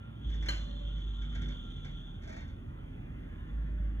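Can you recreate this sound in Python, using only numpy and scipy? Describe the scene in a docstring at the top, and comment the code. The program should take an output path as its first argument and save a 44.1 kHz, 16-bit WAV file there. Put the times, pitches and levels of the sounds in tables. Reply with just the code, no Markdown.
"""Trolleybus pulling away at night

On an empty street a deep motor hum swells, sinks and swells again over a low rumble and tyre noise.
The shoes, the sliding contacts on top of the bus's poles, hiss along the overhead wires.
They rattle over small joints and clack once through a metal fitting, and the wires groan briefly."""
import sys
import numpy as np
from scipy import signal
from scipy.fft import rfft, irfft
from scipy.io import wavfile
from scipy.ndimage import map_coordinates

SR = 44100
rng = np.random.default_rng(int(sys.argv[2]) if len(sys.argv) > 2 else 0)


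def dump_mix(stems):
    """Bounce the given channels to the path in sys.argv[1] as a 16-bit WAV at rate SR."""
    frames = np.atleast_2d(stems).T  # one column per channel
    limited = np.clip(frames, -1, 1)  # hard clip at full scale
    pcm = np.round(limited * 32767).astype(np.int16)
    wavfile.write(sys.argv[1], SR, pcm)


N = 176400  # 4 seconds
TIME = np.arange(N) / SR


def undb(db):
    """Turn decibels into a number to multiply by."""
    return 10 ** (np.asarray(db) / 20)


def unit(x):
    """Scale a signal to an average power of 1."""
    return x / np.sqrt(np.mean(x ** 2) + 1e-20)


def curve(rows, column=1):
    """Join one column of a table with straight lines in time."""
    rows = np.array(rows, float)
    return np.interp(TIME, rows[:, 0], rows[:, column])


def wobble(rate_hz):
    """A smooth random wobble of typical size 1; a higher rate moves faster."""
    hz = np.fft.rfftfreq(N, 1 / SR)
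    return unit(irfft(rfft(rng.standard_normal(N)) / (1 + (hz / rate_hz) ** 4), N))


def turn(hz):
    """Add up a moving pitch into the angle of a sine wave."""
    return 2 * np.pi * np.cumsum(hz) / SR


def fade(age, fade_s):
    """Die away by 60 dB every fade_s seconds."""
    return np.exp(-np.log(1000) * age / fade_s)


def place(x, start):
    """Put a sound at its start time in seconds."""
    return np.concatenate([np.zeros(int(start * SR)), x, np.zeros(N)])[:N]


def noise():
    """Left and right noise, alike in the bass and mostly alike above 208 Hz."""
    apart = signal.lfilter(*signal.butter(2, 208, "high", fs=SR), rng.standard_normal((2, N)))
    return rng.standard_normal(N) + undb(-6) * apart


def noise_band(hz, width_hz):
    """Noise around one pitch, passed twice through a filter of the given width."""
    peak = signal.iirpeak(hz, hz / width_hz, fs=SR)
    return unit(signal.lfilter(*peak, signal.lfilter(*peak, noise())))


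def colour(x, rows):
    """Change the balance of low and high; white noise keeps its overall power."""
    row_hz, row_db = np.array(rows, float).T
    hz = np.fft.rfftfreq(N, 1 / SR)
    gain = unit(undb(np.interp(np.log(hz + 1), np.log(row_hz), row_db)))
    # arrange the filter so that it rings after a hit, never before
    cepstrum = irfft(np.log(gain), N)
    cepstrum[1:N // 2] *= 2
    cepstrum[N // 2 + 1:] = 0
    return irfft(rfft(x) * np.exp(rfft(cepstrum)), N)


def flicker(x, depth_db=4.6, hold_s=.09, width_hz=60, size=1024):
    """Let narrow bands of pitch swell and fade, each on its own."""
    hz, t, bands = signal.stft(x, SR, nperseg=size)
    chance = rng.standard_normal((512, 128))
    grid = np.meshgrid(hz / width_hz, t / hold_s, indexing="ij")
    db = depth_db * map_coordinates(chance, grid, order=1, mode="wrap")
    return signal.istft(bands * unit(undb(db)), SR)[1][:, :N]


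# The motor's hum. Each row: time in seconds, pitch in Hz, level in dB.
HUM = [(0, 60.3, -58), (.21, 59.3, -57), (.27, 56.1, -33), (.36, 52.34, -34.5), (.51, 52.7, -32.5),
       (.6, 51.45, -37.5), (.7, 49.9, -41.5), (.77, 50.7, -36.5), (1.3, 50.55, -38), (1.5, 51.27, -34.5),
       (1.57, 41.42, -43), (2.4, 40.9, -49), (3.49, 40.9, -50), (3.535, 54.38, -35.5), (3.7, 52.53, -32.5),
       (4, 52.15, -33.5)]
# The tones in the hum. Each row: multiple of the pitch, dB added to the hum's level.
HUM_TONES = [(1, 0.5), (2, -25), (3, -22.5), (4, -26), (5, -34.5), (6, -30)]
# The drive's whine. Each row: time in seconds, pitch in Hz, level in dB.
DRIVE_WHINE = [(.9, 224, -64.5), (1.25, 233, -54), (1.52, 246, -50), (1.85, 253, -63)]
def motor():
    """The motor hums deeply, a weak drone beats against the hum, and the drive whines upward."""
    phase = turn(curve(HUM) * (1 + 0.0089 * wobble(13.2)))
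    hum = 0
    for multiple, db in HUM_TONES:
        waver_db = (1.4 if multiple == 1 else 3) * wobble(9.3)
        hum += undb(db + waver_db) * np.sin(multiple * phase + rng.uniform(0, 2 * np.pi))
    drone_hz, drone_db = 59.8, -52
    drone = undb(drone_db + 2 * wobble(9.7)) * np.sin(turn(drone_hz * (1 + 0.02134 * wobble(5.1))))
    whine = undb(curve(DRIVE_WHINE, column=2) + 1.2 * wobble(13)) * np.sin(turn(curve(DRIVE_WHINE)))
    return np.sqrt(2) * (hum * undb(curve(HUM, column=2)) + drone + whine)


# The tone of the bus's rumble. Each row: frequency in Hz, relative strength in dB.
RUMBLE_COLOUR = [(20, -37.5), (38, -14), (78, 1), (125, -2), (200, -8.5), (300, -13.5), (430, -25.5),
                 (900, -37), (2000, -61.5)]
# How loud the rumble is. Each row: time in seconds, level in dB.
RUMBLE_LEVEL = [(0, -49.5), (.3, -44.5), (1.25, -49), (1.42, -41), (1.62, -46), (2.1, -46.5), (3.4, -44),
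                (4, -46)]
# The tone of the tyres and distant street. Each row: frequency in Hz, relative strength in dB.
TYRE_COLOUR = [(500, -2), (850, -0.5), (1250, -5.5), (1720, -8), (2400, -10), (3500, -12.5), (3900, -30),
               (5000, -35), (11000, -35), (15000, -45.5)]
# How loud the tyres and distant street are. Each row: time in seconds, level in dB.
TYRE_LEVEL = [(0, -60.5), (2.7, -60.5), (3.3, -59.5), (4, -60.5)]
# A whir that grows as the bus gains speed. Each row: time in seconds, level in dB.
WHIR_LEVEL = [(2.4, -94), (3.25, -63), (4, -66)]
def rolling():
    """The moving bus rumbles, its tyres make a grainy rush, and a whir comes in late."""
    rumble = flicker(colour(noise(), RUMBLE_COLOUR), depth_db=2.8, hold_s=.2, width_hz=18, size=4096)
    tyres = colour(noise(), TYRE_COLOUR) * undb(curve(TYRE_LEVEL))
    whir = noise_band(hz=1720, width_hz=540) * undb(curve(WHIR_LEVEL))
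    return rumble * undb(curve(RUMBLE_LEVEL)) + flicker(tyres + whir)


def wire_shimmer(x):
    """The long wire adds a dense ringing to the sound that runs through it."""
    tail = rng.standard_normal(SR) * fade(TIME[:SR], fade_s=0.89)
    return x + undb(1) * signal.fftconvolve(x, tail[None] / np.linalg.norm(tail))[:, :N]


# The tone of the shoes' hiss. Each row: frequency in Hz, relative strength in dB.
HISS_COLOUR = [(500, -19), (1400, -25.5), (2300, -28), (2800, -8), (3100, -0.5), (3500, 6), (3750, -12.5),
               (4000, -18), (4700, -40.5), (6300, -22), (7600, -32), (15000, -48.5)]
# How loud the hiss is. Each row: time in seconds, level in dB.
HISS_LEVEL = [(0, -73), (.16, -73.5), (.26, -57.5), (1.55, -55), (2, -57.5), (2.2, -67), (2.45, -69),
              (2.65, -82), (4, -78.5)]
# How loud the wire sings. Each row: time in seconds, level in dB.
SING_LEVEL = [(0, -58.5), (.3, -74), (1, -66.5), (1.55, -61), (1.85, -63.5), (2.4, -72.5)]
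def sliding_shoes():
    """The shoes rub the wire with a fluttering hiss and a thin whine; the wire sings a wavering note."""
    whine_hz, whine_db, sing_hz = 3478, -5.5, 1388
    whine = np.sin(turn(whine_hz + 28.5 * wobble(22))) * (1 + .5 * wobble(31))
    rubbing = wire_shimmer(colour(noise(), HISS_COLOUR))
    hiss = unit(flicker(rubbing)) + undb(whine_db) * whine
    sing = np.sin(turn(sing_hz + 11.825 * wobble(20))) * undb(curve(SING_LEVEL) + 3 * wobble(24))
    return hiss * undb(curve(HISS_LEVEL) + 1.57 * wobble(57)) + sing


def hits(rows, attack_s, fade_s, tail_db, tail_fade_s):
    """Each hit gives its own short crack and stirs the same duller ringing tail."""
    build_s, dull_hz = 0.0034, 4870
    crack_power, strikes = 0, np.zeros(N)
    for start, db in rows:
        age = np.maximum(TIME - start, 0)
        crack_power += (undb(db) * (1 - np.exp(-age / attack_s)) * fade(age, fade_s)) ** 2
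        strikes[int(start * SR)] += undb(db + tail_db)
    tail = noise() * (1 - np.exp(-TIME / build_s)) * fade(TIME, tail_fade_s)
    tail = signal.lfilter(*signal.butter(1, dull_hz, fs=SR), tail)
    return np.sqrt(crack_power) * noise() + signal.fftconvolve(tail, strikes[None])[:, :N]


# The notes of the poles and fittings. Each row: pitch in Hz, relative level in dB, seconds to fade 60 dB.
METAL_NOTES = [(1540, -17, .4), (1630, -14, .25), (2080, -16, .28), (2235, -14, .3), (3042, -8, .18),
               (4117, -11, .3), (4222, -4, .14), (5880, -22, .2), (7105, -22, .27)]
def metal_ring(cutoff_hz=SR):
    """Loose metal rings with unsteady notes; a soft hit leaves out those above the cutoff."""
    ring = 0
    for hz, db, fade_s in METAL_NOTES:
        wander_hz = 26 * np.repeat(rng.standard_normal(100), SR // 100)
        strength = undb(db) / (1 + (hz / cutoff_hz) ** 8)
        ring += strength * fade(TIME[:SR], fade_s) * np.sin(turn(hz + wander_hz))
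    return ring


# Small knocks at the wire's joints. Each row: start in seconds, level in dB.
KNOCKS = [(0.3, -57), (0.338, -56.5), (0.4234, -51.5), (0.459, -47.5), (0.979, -63.5), (1.2175, -58.5),
          (1.3218, -62.5), (1.3502, -52.5), (1.4176, -53.5), (1.484, -54.5), (1.8479, -54.5), (2.22, -61),
          (2.2355, -58), (2.2742, -54.5), (2.2924, -53.5), (2.325, -54), (2.3648, -53), (2.406, -58.5),
          (2.4781, -63)]
# The tone of the knocks. Each row: frequency in Hz, relative strength in dB.
KNOCK_COLOUR = [(200, -14), (600, 1.5), (1000, 0.5), (1500, -1.5), (2200, 7.5), (2650, -3), (3900, 1.5),
                (4600, -16), (5900, -8.5), (7200, -20), (8300, -50.5), (15000, -44)]
def rattle():
    """The shoes knock softly over joints: a bright scrape, ringing poles and the metal's lower notes."""
    pole = rng.standard_normal(N) * fade(TIME, fade_s=0.012)
    knocks = hits(KNOCKS, attack_s=0.00048, fade_s=0.24, tail_db=2.5, tail_fade_s=0.35)
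    pole_knocks = signal.fftconvolve(knocks, pole[None] / np.linalg.norm(pole))[:, :N]
    metal, scrape_level = 0, 0
    for start, db in KNOCKS:
        metal += undb(db + 8.5) * place(metal_ring(cutoff_hz=2400), start)
        scrape_level += undb(db - 10.5) * place(fade(TIME, fade_s=0.095), start)
    clatter = flicker(colour(pole_knocks, KNOCK_COLOUR))
    return clatter + metal + scrape_level * noise_band(hz=5900, width_hz=2800)


# The loud clack and its bounce. Each row: start in seconds, level in dB.
CLACK_HITS = [(.4845, -43), (.4885, -32), (.506, -42.5)]
# The tone of the clack. Each row: frequency in Hz, relative strength in dB.
CLACK_COLOUR = [(200, -0.5), (450, -0.5), (1050, -1), (1600, -3), (2250, -1.5), (2650, -2), (3050, 3),
                (3600, -14), (4200, -16), (4800, -10.5), (7100, -7), (8300, -20.5), (15000, -23.5)]
def clack():
    """A shoe strikes a metal fitting: a crack and a rough clash that lingers in the wire."""
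    ring_start_s, clash_db, linger_db = .4865, -29.5, -57
    age = TIME - ring_start_s
    clash = undb(clash_db) * place(metal_ring(), ring_start_s) * (1 + .6 * wobble(110))
    linger_level = undb(linger_db) * (age > 0) * fade(np.abs(age), fade_s=1.24)
    linger = linger_level * noise_band(hz=4110, width_hz=260)
    crack = hits(CLACK_HITS, attack_s=0.00039, fade_s=0.03, tail_db=-7, tail_fade_s=0.46)
    return clash + linger + flicker(colour(crack, CLACK_COLOUR))


# The wire's groans. Each row: start and length in seconds, first and last pitch in Hz, level in dB.
GROANS = [(0.52, 0.524, 577, 567.8, -60), (2.26, 0.156, 624, 689, -52), (3.618, 0.35, 641, 577, -61)]
def wire_groans():
    """Rubbing draws short, rough tones from the wire, each sliding a little in pitch."""
    roughness, octave_db = 0.49, -14
    groans = 0
    for start, length, from_hz, to_hz, db in GROANS:
        progress = np.clip((TIME - start) / length, 0, 1)
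        hz = from_hz + (to_hz - from_hz) * progress
        phase = turn(hz * (1 + 0.0223 * wobble(76)))
        tone = np.sin(phase) + undb(octave_db) * np.sin(2 * phase)
        groans += undb(db) * np.sin(np.pi * progress) * tone
    return np.sqrt(2) * groans * (1 + roughness * wobble(70))


def scene():
    """All the sounds of the bus and its wires, added together."""
    return motor() + rolling() + sliding_shoes() + clack() + rattle() + wire_groans()


# The left channel's phase shift against the right. Each row: frequency in Hz, shift in radians.
STEREO_SHIFT = [(0, 0), (250, 0.56), (440, -1.74), (800, -3), (1400, -5), (2050, -4.5), (2430, -2.5),
                (3200, -4.5), (4200, -4.5), (5150, -2.5), (6400, -0.5), (7500, 3), (10400, 2)]
def record(dry):
    """Widen the stereo with a phase shift that changes with pitch, tip the bass right, cut the top."""
    left_bass_db, top_hz = -1.5, 15100
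    size = 2 * N
    hz = np.fft.rfftfreq(size, 1 / SR)
    shift = np.interp(hz, *np.array(STEREO_SHIFT, float).T)
    bass_db = left_bass_db / (1 + (hz / 250) ** 4)
    left = np.exp(1j * shift / 2) * undb(bass_db / 2)  # half here, the opposite half on the right
    heard = irfft(rfft(dry, size) * np.array([left, 1 / left]), size)[:, :N]
    return signal.sosfilt(signal.ellip(8, .2, 70, top_hz, fs=SR, output="sos"), heard)


dry = scene()
out = record(dry)
dump_mix(out)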